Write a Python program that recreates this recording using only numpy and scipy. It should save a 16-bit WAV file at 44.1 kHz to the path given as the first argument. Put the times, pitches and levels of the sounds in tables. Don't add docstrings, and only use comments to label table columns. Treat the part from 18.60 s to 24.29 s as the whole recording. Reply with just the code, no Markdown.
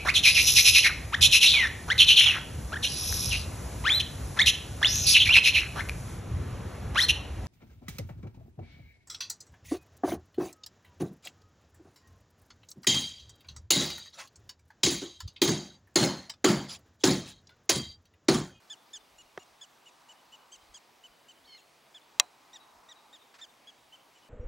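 import sys
import numpy as np
from scipy import signal
from scipy.io import wavfile
from scipy.ndimage import uniform_filter1d

SR = 44100
rng = np.random.default_rng(int(sys.argv[2]) if len(sys.argv) > 2 else 0)


def ratio_of_db(decibels):
    return 10 ** (np.asarray(decibels, float) / 20)


def bounce(signal):
    frames = np.transpose(np.atleast_2d(signal))
    limited = np.clip(frames, -1, 1)
    pcm = np.round(limited * 32767).astype(np.int16)
    wavfile.write(sys.argv[1], SR, pcm)


N = 250929

# f/Hz, relative level per Hz/dB
AIR_SPECTRUM = [(35, -38), (60, -13.5), (87, -19.5), (130, -6.5), (168, -11), (262, -4.5), (515, -5.5),
                (698, -2), (785, -1), (1010, -1.5), (1550, -9), (2050, -7.5), (2900, -10.5), (4220, -11.5),
                (16000, -26)]
# t/s, level/dB
RUSH_SWELL = [(0.0, -66.5), (0.57, -67.5), (1.6, -63.5), (2.71, -68), (3.26, -68), (4.15, -60.5),
              (4.69, -66), (5.25, -69), (5.69, -65.5)]
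# f/Hz, likeness/1
PORT_LIKENESS = [(60, 0.53), (180, 0.8), (550, 0.7), (1650, 0.7), (4970, 1), (15000, 0.95)]
AIR_DB, SWELL_MEAN_DB = -61.5, -67
WHINE_HZ, WHINE_DB = 15734, -89

# t/s, rms level at the peak/dB, half width to 1/e/s
LOW_THUMPS = [(.38, -79, .04), (.58, -74, 0.089), (.78, -78, 0.041), (.93, -78, 0.041), (2.03, -78, 0.064),
              (2.12, -70, 0.028), (2.52, -78, .03), (2.83, -81, .04), (3.6, -75, 0.041),
              (4.17, -76.5, 0.038), (5.2, -85.5, .1)]

# start t/s, length/s, share of the length before the top/1, top pitch f/Hz, exponent of the fall
# (larger is flatter-topped)/1, level before throat colour/dB, boost of harmonics 3 and up/dB,
# level sent to the slope against harmonic 2/dB
BARK_CALLS = [(.096, 0.054, .28, 1767, 1.74, -42, -1, -6.5), (0.33, 0.053, 0.21, 1790, 1.56, -44, 4, -6),
              (0.579, 0.048, 0.46, 1452, 3.6, -48.5, -3.5, -3),
              (0.79, 0.051, 0.52, 1438, 3.2, -52.5, -2.5, -6),
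              (1.008, 0.049, 0.26, 1746, 1.5, -47.5, 0.5, -6),
              (1.254, 0.049, 0.32, 1470, 1.74, -47, -8.5, -2),
              (1.484, 0.049, 0.44, 1488, 3.1, -46.5, -6.5, 0), (1.718, .046, 0.5, 1497, 3.1, -46, -7, 2),
              (1.915, 0.053, 0.38, 1597, 2.1, -48.5, 3, 2), (2.138, 0.048, .29, 1700, 1.3, -48.5, 5, -3),
              (2.432, 0.045, 0.48, 1518, 2.6, -46.5, -9, -3), (2.68, 0.047, 0.43, 1542, 2.3, -47.5, -6, -1),
              (2.972, 0.041, 0.57, 1373, 3.4, -53, -8, 1), (3.341, 0.051, 0.25, 1773, 1.5, -48.5, -9, 0),
              (3.929, 0.049, .33, 1948, 2.3, -48.5, 1.5, 3.5),
              (4.285, 0.05, 0.3, 1943, 2.35, -49.5, 0, 3.5),
              (4.525, 0.052, 0.25, 1887, 1.64, -53.5, 1, 6.5), (4.81, 0.048, 0.25, 1820, 2.2, -46, -1, -2),
              (5.066, .048, 0.41, 1684, 2.5, -49, -8, -4), (5.32, 0.046, 0.49, 1540, 3.2, -47, -13.5, -1.5),
              (5.547, 0.047, 0.42, 1500, 2.5, -57.5, -4.5, 14)]
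# from t/s, to t/s, depth/1
CYCLE_HALVING = [(.338, 0.387, 0.04), (1.268, 1.3, 0.2), (3.952, 3.978, 0.2), (4.535, 4.568, 0.14)]
# pitch f/Hz, level/dB
FIRST_HARMONIC = [(1400, -32), (1650, -20), (1900, -13)]
# f/Hz, level/dB
THROAT_COLOUR = [(2400, -22), (2900, -8.5), (3200, -6), (3550, -0.5), (4300, -23), (4900, -13.5),
                 (5350, -19), (5800, -18.5), (6400, -8), (6950, -8.5), (7400, -12.5), (8000, -16.5),
                 (8700, -27), (10500, -36)]
# f/Hz, level/dB
LATER_THROAT_COLOUR = [(2600, -18), (3050, -6.5), (3450, -2), (3740, 0.5), (3890, -12), (4600, -14),
                       (5200, -13), (5550, -25), (5850, -5.5), (6200, -14), (6950, -8.5), (7450, -10.5),
                       (7800, -24), (10000, -39)]
LATER_FROM_S, LATER_TO_S = 3.2, 5.2
BARK_ATTACK_S, BARK_RELEASE_S, EFFORT_DB_PER_OCTAVE = 0.0069, 0.008, 9
RISE_SHARE, FALL_SHARE = 0.16, 0.25
RISE_ROUNDER = 0.3

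# delay t/s, level/dB, decay time to 1/e/s
SLOPE_ECHOES = [(0.062, -15.5, .01), (.085, -21, .025), (.14, -25.5, .03)]
ECHO_LOW_HZ, ECHO_HIGH_HZ = 2600, 4300

# t/s, level/dB
KNOCK_CONTACTS = [(.77545, -34), (.77735, -31.5)]
# f/Hz, level/dB, t60/s, share moving the two ports in opposition/1
KNOCKED_MODES = [(192, -5.5, 0.017, 0.11), (373, -1, 0.029, 0.067), (755, -1.5, 0.038, 0.098),
                 (1270, -3.5, 0.023, 0.1), (1840, -0.5, 0.017, 0.1), (3300, -7.5, 0.0043, 0.088),
                 (5860, -12, 0.005, 0.046)]

# t/s, pitch f/Hz, rms level of harmonic 2/dB, second voice f/Hz, second voice level/dB
SQUEAL_PATH = [(2.842, 1700, -66, 3100, -86), (2.848, 1780, -66, 3120, -90),
               (2.859, 2126, -60.5, 3060, -85), (2.872, 2240, -69, 3100, -71),
               (2.895, 2188, -60, 3130, -64), (2.93, 2140, -56, 3040, -61), (2.955, 2120, -53.5, 2990, -65),
               (2.972, 2090, -60, 2880, -68), (2.985, 1760, -65, 2900, -90), (2.996, 1550, -66, 2900, -90)]

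# t/s, level/dB
SNAP_CONTACTS = [(3.59811, -4.2), (3.59881, -11.5), (3.59952, -10.5)]
# f/Hz, level/dB, t60/s, share moving the two ports in opposition/1
SNAPPED_MODES = [(598.7, -30.5, .052, .6), (828, -32, 0.0675, .5), (1007, -25, .082, .5),
                 (1156, -17, 0.024, -.5), (1840, -13.5, 0.03, .1), (2090, -22.5, 0.031, -.2),
                 (2500, -29, .062, .1), (2620, -9.5, 0.01106, .08), (3244, -8, 0.025, -.08),
                 (3917, 0.5, 0.014, .05), (3964, -7.5, 0.021, .05), (4580, -9, 0.012, -.05),
                 (5796, -9, 0.011, -.05), (5720, -34.5, 0.037, 0.04), (6373, -10.5, 0.015, 0.11),
                 (7336, -5.5, 0.0085, 0.007), (8310, -12, .0063, -.12), (9285, -21.5, 0.018, 0.091),
                 (10854, -17.5, 0.012, .15), (13530, -16, 0.0049, -.1), (724, -44.5, 0.208, .4),
                 (3844, -56, .4, .05), (4043, -54.5, 0.3, .05), (6700, -58, .2, .05), (7990, -61, .25, .05)]
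# low f/Hz, high f/Hz, rms level at onset of the shared part/dB, t60/s
RATTLE_BANDS = [(497, 1400, -43, 0.14), (1396, 2800, -45.5, .05), (3000, 7500, -47, .04),
                (7040, 13000, -51, .03)]

# t/s, rms level at full strength/dB, rise/s, length/s
SCUFF_RUBS = [(4.737, -55, .006, 0.043), (4.783, -55.5, .006, 0.047)]
# f/Hz, relative level per Hz/dB
SCUFF_SPECTRUM = [(300, -26), (700, -6), (1400, 4.5), (2500, -2.5), (5000, -1.5), (8000, -16), (12000, -33)]

OPPOSED = np.array([[1], [-1]])


def rms_one(x):
    return x / np.sqrt(np.mean(x ** 2) + 1e-20)


def at_hz(points, hz):
    point_hz, value = np.array(points)[:, 0], np.array(points)[:, 1]
    return np.interp(np.log(hz), np.log(point_hz), value)


def drift(rate_hz, count):
    pole = np.exp(-80 * np.pi * rate_hz / SR)
    white = rng.standard_normal(count // 40 + 2002)
    slow = rms_one(signal.lfilter([1], [1, -2 * pole, pole * pole], white)[2000:])
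    return np.interp(np.arange(count) / 40, np.arange(len(slow)), slow)


def band(x, low_hz, high_hz):
    corners = [low_hz, min(high_hz, 0.45 * SR)]
    return signal.sosfilt(signal.butter(2, corners, "band", fs=SR, output="sos"), x)


def coloured(spectrum, patchy_db, swell_db):
    out = 0
    edges = 25 * 2 ** np.arange(0, 9.5, 1 / 3)
    white = rng.standard_normal((2, 2, N))
    for k, (low, high) in enumerate(zip(edges, edges[1:])):
        mid, side = band(white[k % 2], low, high)
        hz = np.sqrt(low * high)
        alike = np.clip(at_hz(PORT_LIKENESS, hz), 0, 0.999)
        swell_share = np.exp(-(np.log2(hz / 1050) / 0.47) ** 2)
        gain = ratio_of_db(at_hz(spectrum, hz) + patchy_db * drift(4.4, N) + swell_share * swell_db)
        out = out + gain * (np.sqrt(1 + alike) * mid + np.sqrt(1 - alike) * side * OPPOSED)
    return rms_one(out)


def air():
    t, level_db = np.transpose(RUSH_SWELL)
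    swell_db = np.interp(np.arange(N) / SR, t, level_db) - SWELL_MEAN_DB
    return ratio_of_db(AIR_DB) * coloured(AIR_SPECTRUM, 0.99, swell_db)


def whine():
    return ratio_of_db(WHINE_DB) * np.sqrt(2) * np.sin(2 * np.pi * WHINE_HZ * np.arange(N) / SR)


def low_thumps(lumpy_db=2.0, top_hz=95, calm_db=-92):
    t = np.arange(N) / SR
    swells = ratio_of_db(calm_db)
    for peak_s, db, width in LOW_THUMPS:
        swells = swells + ratio_of_db(db) * np.exp(-((t - peak_s) / width) ** 2)
    low_noise = band(rng.standard_normal((2, N)), 28, top_hz)
    mid, side = band(low_noise, 20.1, top_hz * 1.3)
    return swells * ratio_of_db(lumpy_db * drift(20, N)) * rms_one(mid + 0.201 * side * OPPOSED)


def arch(start, length, top_share, top_hz, roundness):
    span = np.arange(round(start * SR), round((start + length) * SR))
    t = span / SR - start
    u = t / length
    rise = np.clip(1 - u / top_share, 0, 1) ** (roundness + RISE_ROUNDER)
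    fall = np.clip((u - top_share) / (1 - top_share), 0, 1) ** roundness
    pitch = top_hz * (1 - RISE_SHARE * rise - FALL_SHARE * fall)
    gate = np.clip(np.minimum(t / BARK_ATTACK_S, (length - t) / BARK_RELEASE_S), 0, 1)
    return span, gate * np.sqrt(2), uniform_filter1d(pitch, size=180, mode="nearest")


def barks(jitter=0.0045, flutter_db=1.76, uneven_db=1.5):
    out, sent, halving = np.zeros(N), np.zeros(N), np.zeros(N)
    for start, end, depth in CYCLE_HALVING:
        halving[round(start * SR):round(end * SR)] = depth
    halving = uniform_filter1d(halving, size=200)
    for start, length, top_share, top_hz, roundness, db, upper_db, toward_db in BARK_CALLS:
        span, gate, pitch = arch(start, length, top_share, top_hz, roundness)
        count = len(span)
        throat = LATER_THROAT_COLOUR if LATER_FROM_S < start < LATER_TO_S else THROAT_COLOUR
        phase = 2 * np.pi * np.cumsum(pitch * (1 + jitter * drift(110, count))) / SR
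        effort_db = db + EFFORT_DB_PER_OCTAVE * np.log2(pitch / top_hz)
        levels = []
        for k in range(2, 7):
            level_db = effort_db + at_hz(throat, k * pitch)
            if k > 2:
                level_db = level_db + upper_db + uneven_db * drift(25, count)
            levels.append(level_db)
        second_peak_db = levels[0].max()
        levels = [second_peak_db + at_hz(FIRST_HARMONIC, pitch)] + levels
        tone = 0
        for k, level_db in enumerate(levels, 1):
            tone = tone + ratio_of_db(level_db + flutter_db * drift(220, count)) * np.sin(k * phase + k)
        out[span] = gate * tone * (1 + halving[span] * np.cos(phase / 2))
        loudness = ratio_of_db(toward_db + second_peak_db) * (pitch / top_hz) ** 8.0
        sent[span] = loudness * gate * np.sin(2 * phase)
    return out, sent


def slope(calls):
    t, response = np.arange(SR // 3) / SR, 0
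    for delay, db, smear in SLOPE_ECHOES:
        shape = (t > delay) * np.exp(-np.abs(t - delay) / smear)
        unit_energy = shape / np.sqrt(np.sum(shape ** 2))
        response = response + ratio_of_db(db) * unit_energy * rng.standard_normal((2, len(t)))
    response = 0.92 * response[0] + 0.4 * response[1] * OPPOSED
    return signal.fftconvolve(band(calls, ECHO_LOW_HZ, ECHO_HIGH_HZ)[None], response)[:, :N]


def struck(contacts, modes, low_hz):
    clicks, out = np.full(N, 1e-18), 0
    for contact_s, db in contacts:
        clicks[round(contact_s * SR)] = ratio_of_db(db)
    for k, (hz, db, t60, opposed) in enumerate(modes):
        radius, angle = ratio_of_db(-60 / (t60 * SR)), 2 * np.pi * hz / SR
        poles = [1, -2 * radius * np.cos(angle), radius * radius]
        ring = signal.lfilter([0, ratio_of_db(db) * np.sin(angle)], poles, clicks)
        out = out + (-1) ** k * ring * (1 - opposed * OPPOSED)
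    return signal.sosfilt(signal.butter(4, low_hz, "high", fs=SR, output="sos"), out)


def knock():
    return -struck(KNOCK_CONTACTS, KNOCKED_MODES, low_hz=113)


def voiced(rows, edge_s=0.0016):
    s, pitch, *columns = np.transpose(rows)
    span = np.arange(round((s[0] - edge_s) * SR), round((s[-1] + edge_s) * SR))
    t = span / SR
    gate = np.clip(np.minimum(t - t[0], t[-1] - t) / edge_s, 0, 1)
    i = np.clip(np.searchsorted(s, t) - 1, 0, len(s) - 2)
    step, glide = s[i + 1] - s[i], np.gradient(pitch, s)
    u = np.clip((t - s[i]) / step, 0, 1)
    between = pitch[i] + (pitch[i + 1] - pitch[i]) * u * u * (3 - 2 * u)
    bend = step * u * (1 - u) * (glide[i] * (1 - u) - glide[i + 1] * u)
    return span, gate * np.sqrt(2), [between + bend] + [np.interp(t, s, c) for c in columns]


def squeal(first_db=-12, third_db=-22, sum_db=-11, jitter=0.0077, hoarse=0.026, flutter_db=4.5):
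    span, gate, (pitch, db, other_hz, other_db) = voiced(SQUEAL_PATH)
    count = len(span)
    one = 2 * np.pi * np.cumsum(pitch * (1 + jitter * drift(80, count))) / SR
    two = 2 * np.pi * np.cumsum(other_hz * (1 + hoarse * drift(160, count))) / SR
    weak = ratio_of_db(first_db) * np.sin(one) + ratio_of_db(third_db) * np.sin(3 * one)
    main = ratio_of_db(db) * (np.sin(2 * one) + ratio_of_db(flutter_db * drift(60, count)) * weak)
    second_gain = ratio_of_db(other_db + flutter_db * drift(60, count))
    second = second_gain * (np.sin(two) + ratio_of_db(sum_db) * np.sin(one + two))
    out = np.zeros(N)
    out[span] = gate * (main + second)
    return out


def snap():
    return -struck(SNAP_CONTACTS, SNAPPED_MODES, low_hz=516)


def rattle(side=0.3):
    out, start = np.zeros((2, N)), round(SNAP_CONTACTS[0][0] * SR)
    t = np.arange(SR // 5) / SR
    for low, high, db, t60 in RATTLE_BANDS:
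        mid, odd = rms_one(band(rng.standard_normal((2, len(t))), low, high))
        out[:, start:start + len(t)] += ratio_of_db(db - 60 * t / t60) * (mid + side * odd * OPPOSED)
    return out


def scuffs():
    t, shape = np.arange(N) / SR, 0
    for start, db, rise, length in SCUFF_RUBS:
        ramps = np.minimum((t - start) / rise, 1.6 * (start + length - t) / length)
        shape = shape + ratio_of_db(db) * np.clip(ramps, 0, 1)
    return shape * coloured(SCUFF_SPECTRUM, 1.0, 0)


def scene():
    background = air() + whine() + low_thumps()
    (bark, sent), long_call = barks(), squeal()
    balance = ratio_of_db(np.array([[-0.2], [0.2]]))
    calls = (bark + long_call) * balance + slope(sent + long_call)
    housing = knock() + snap() + rattle() + scuffs()
    return background + calls + housing


def band_limit(x):
    return signal.sosfilt(signal.butter(12, 16490, fs=SR, output="sos"), x)


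def record(dry):
    low_pass = signal.cheby2(20, 60, 16600, fs=SR, output="sos")
    mix = signal.sosfilt(low_pass, dry)
    return band_limit(mix)


dry = scene()
out = record(dry)
bounce(out)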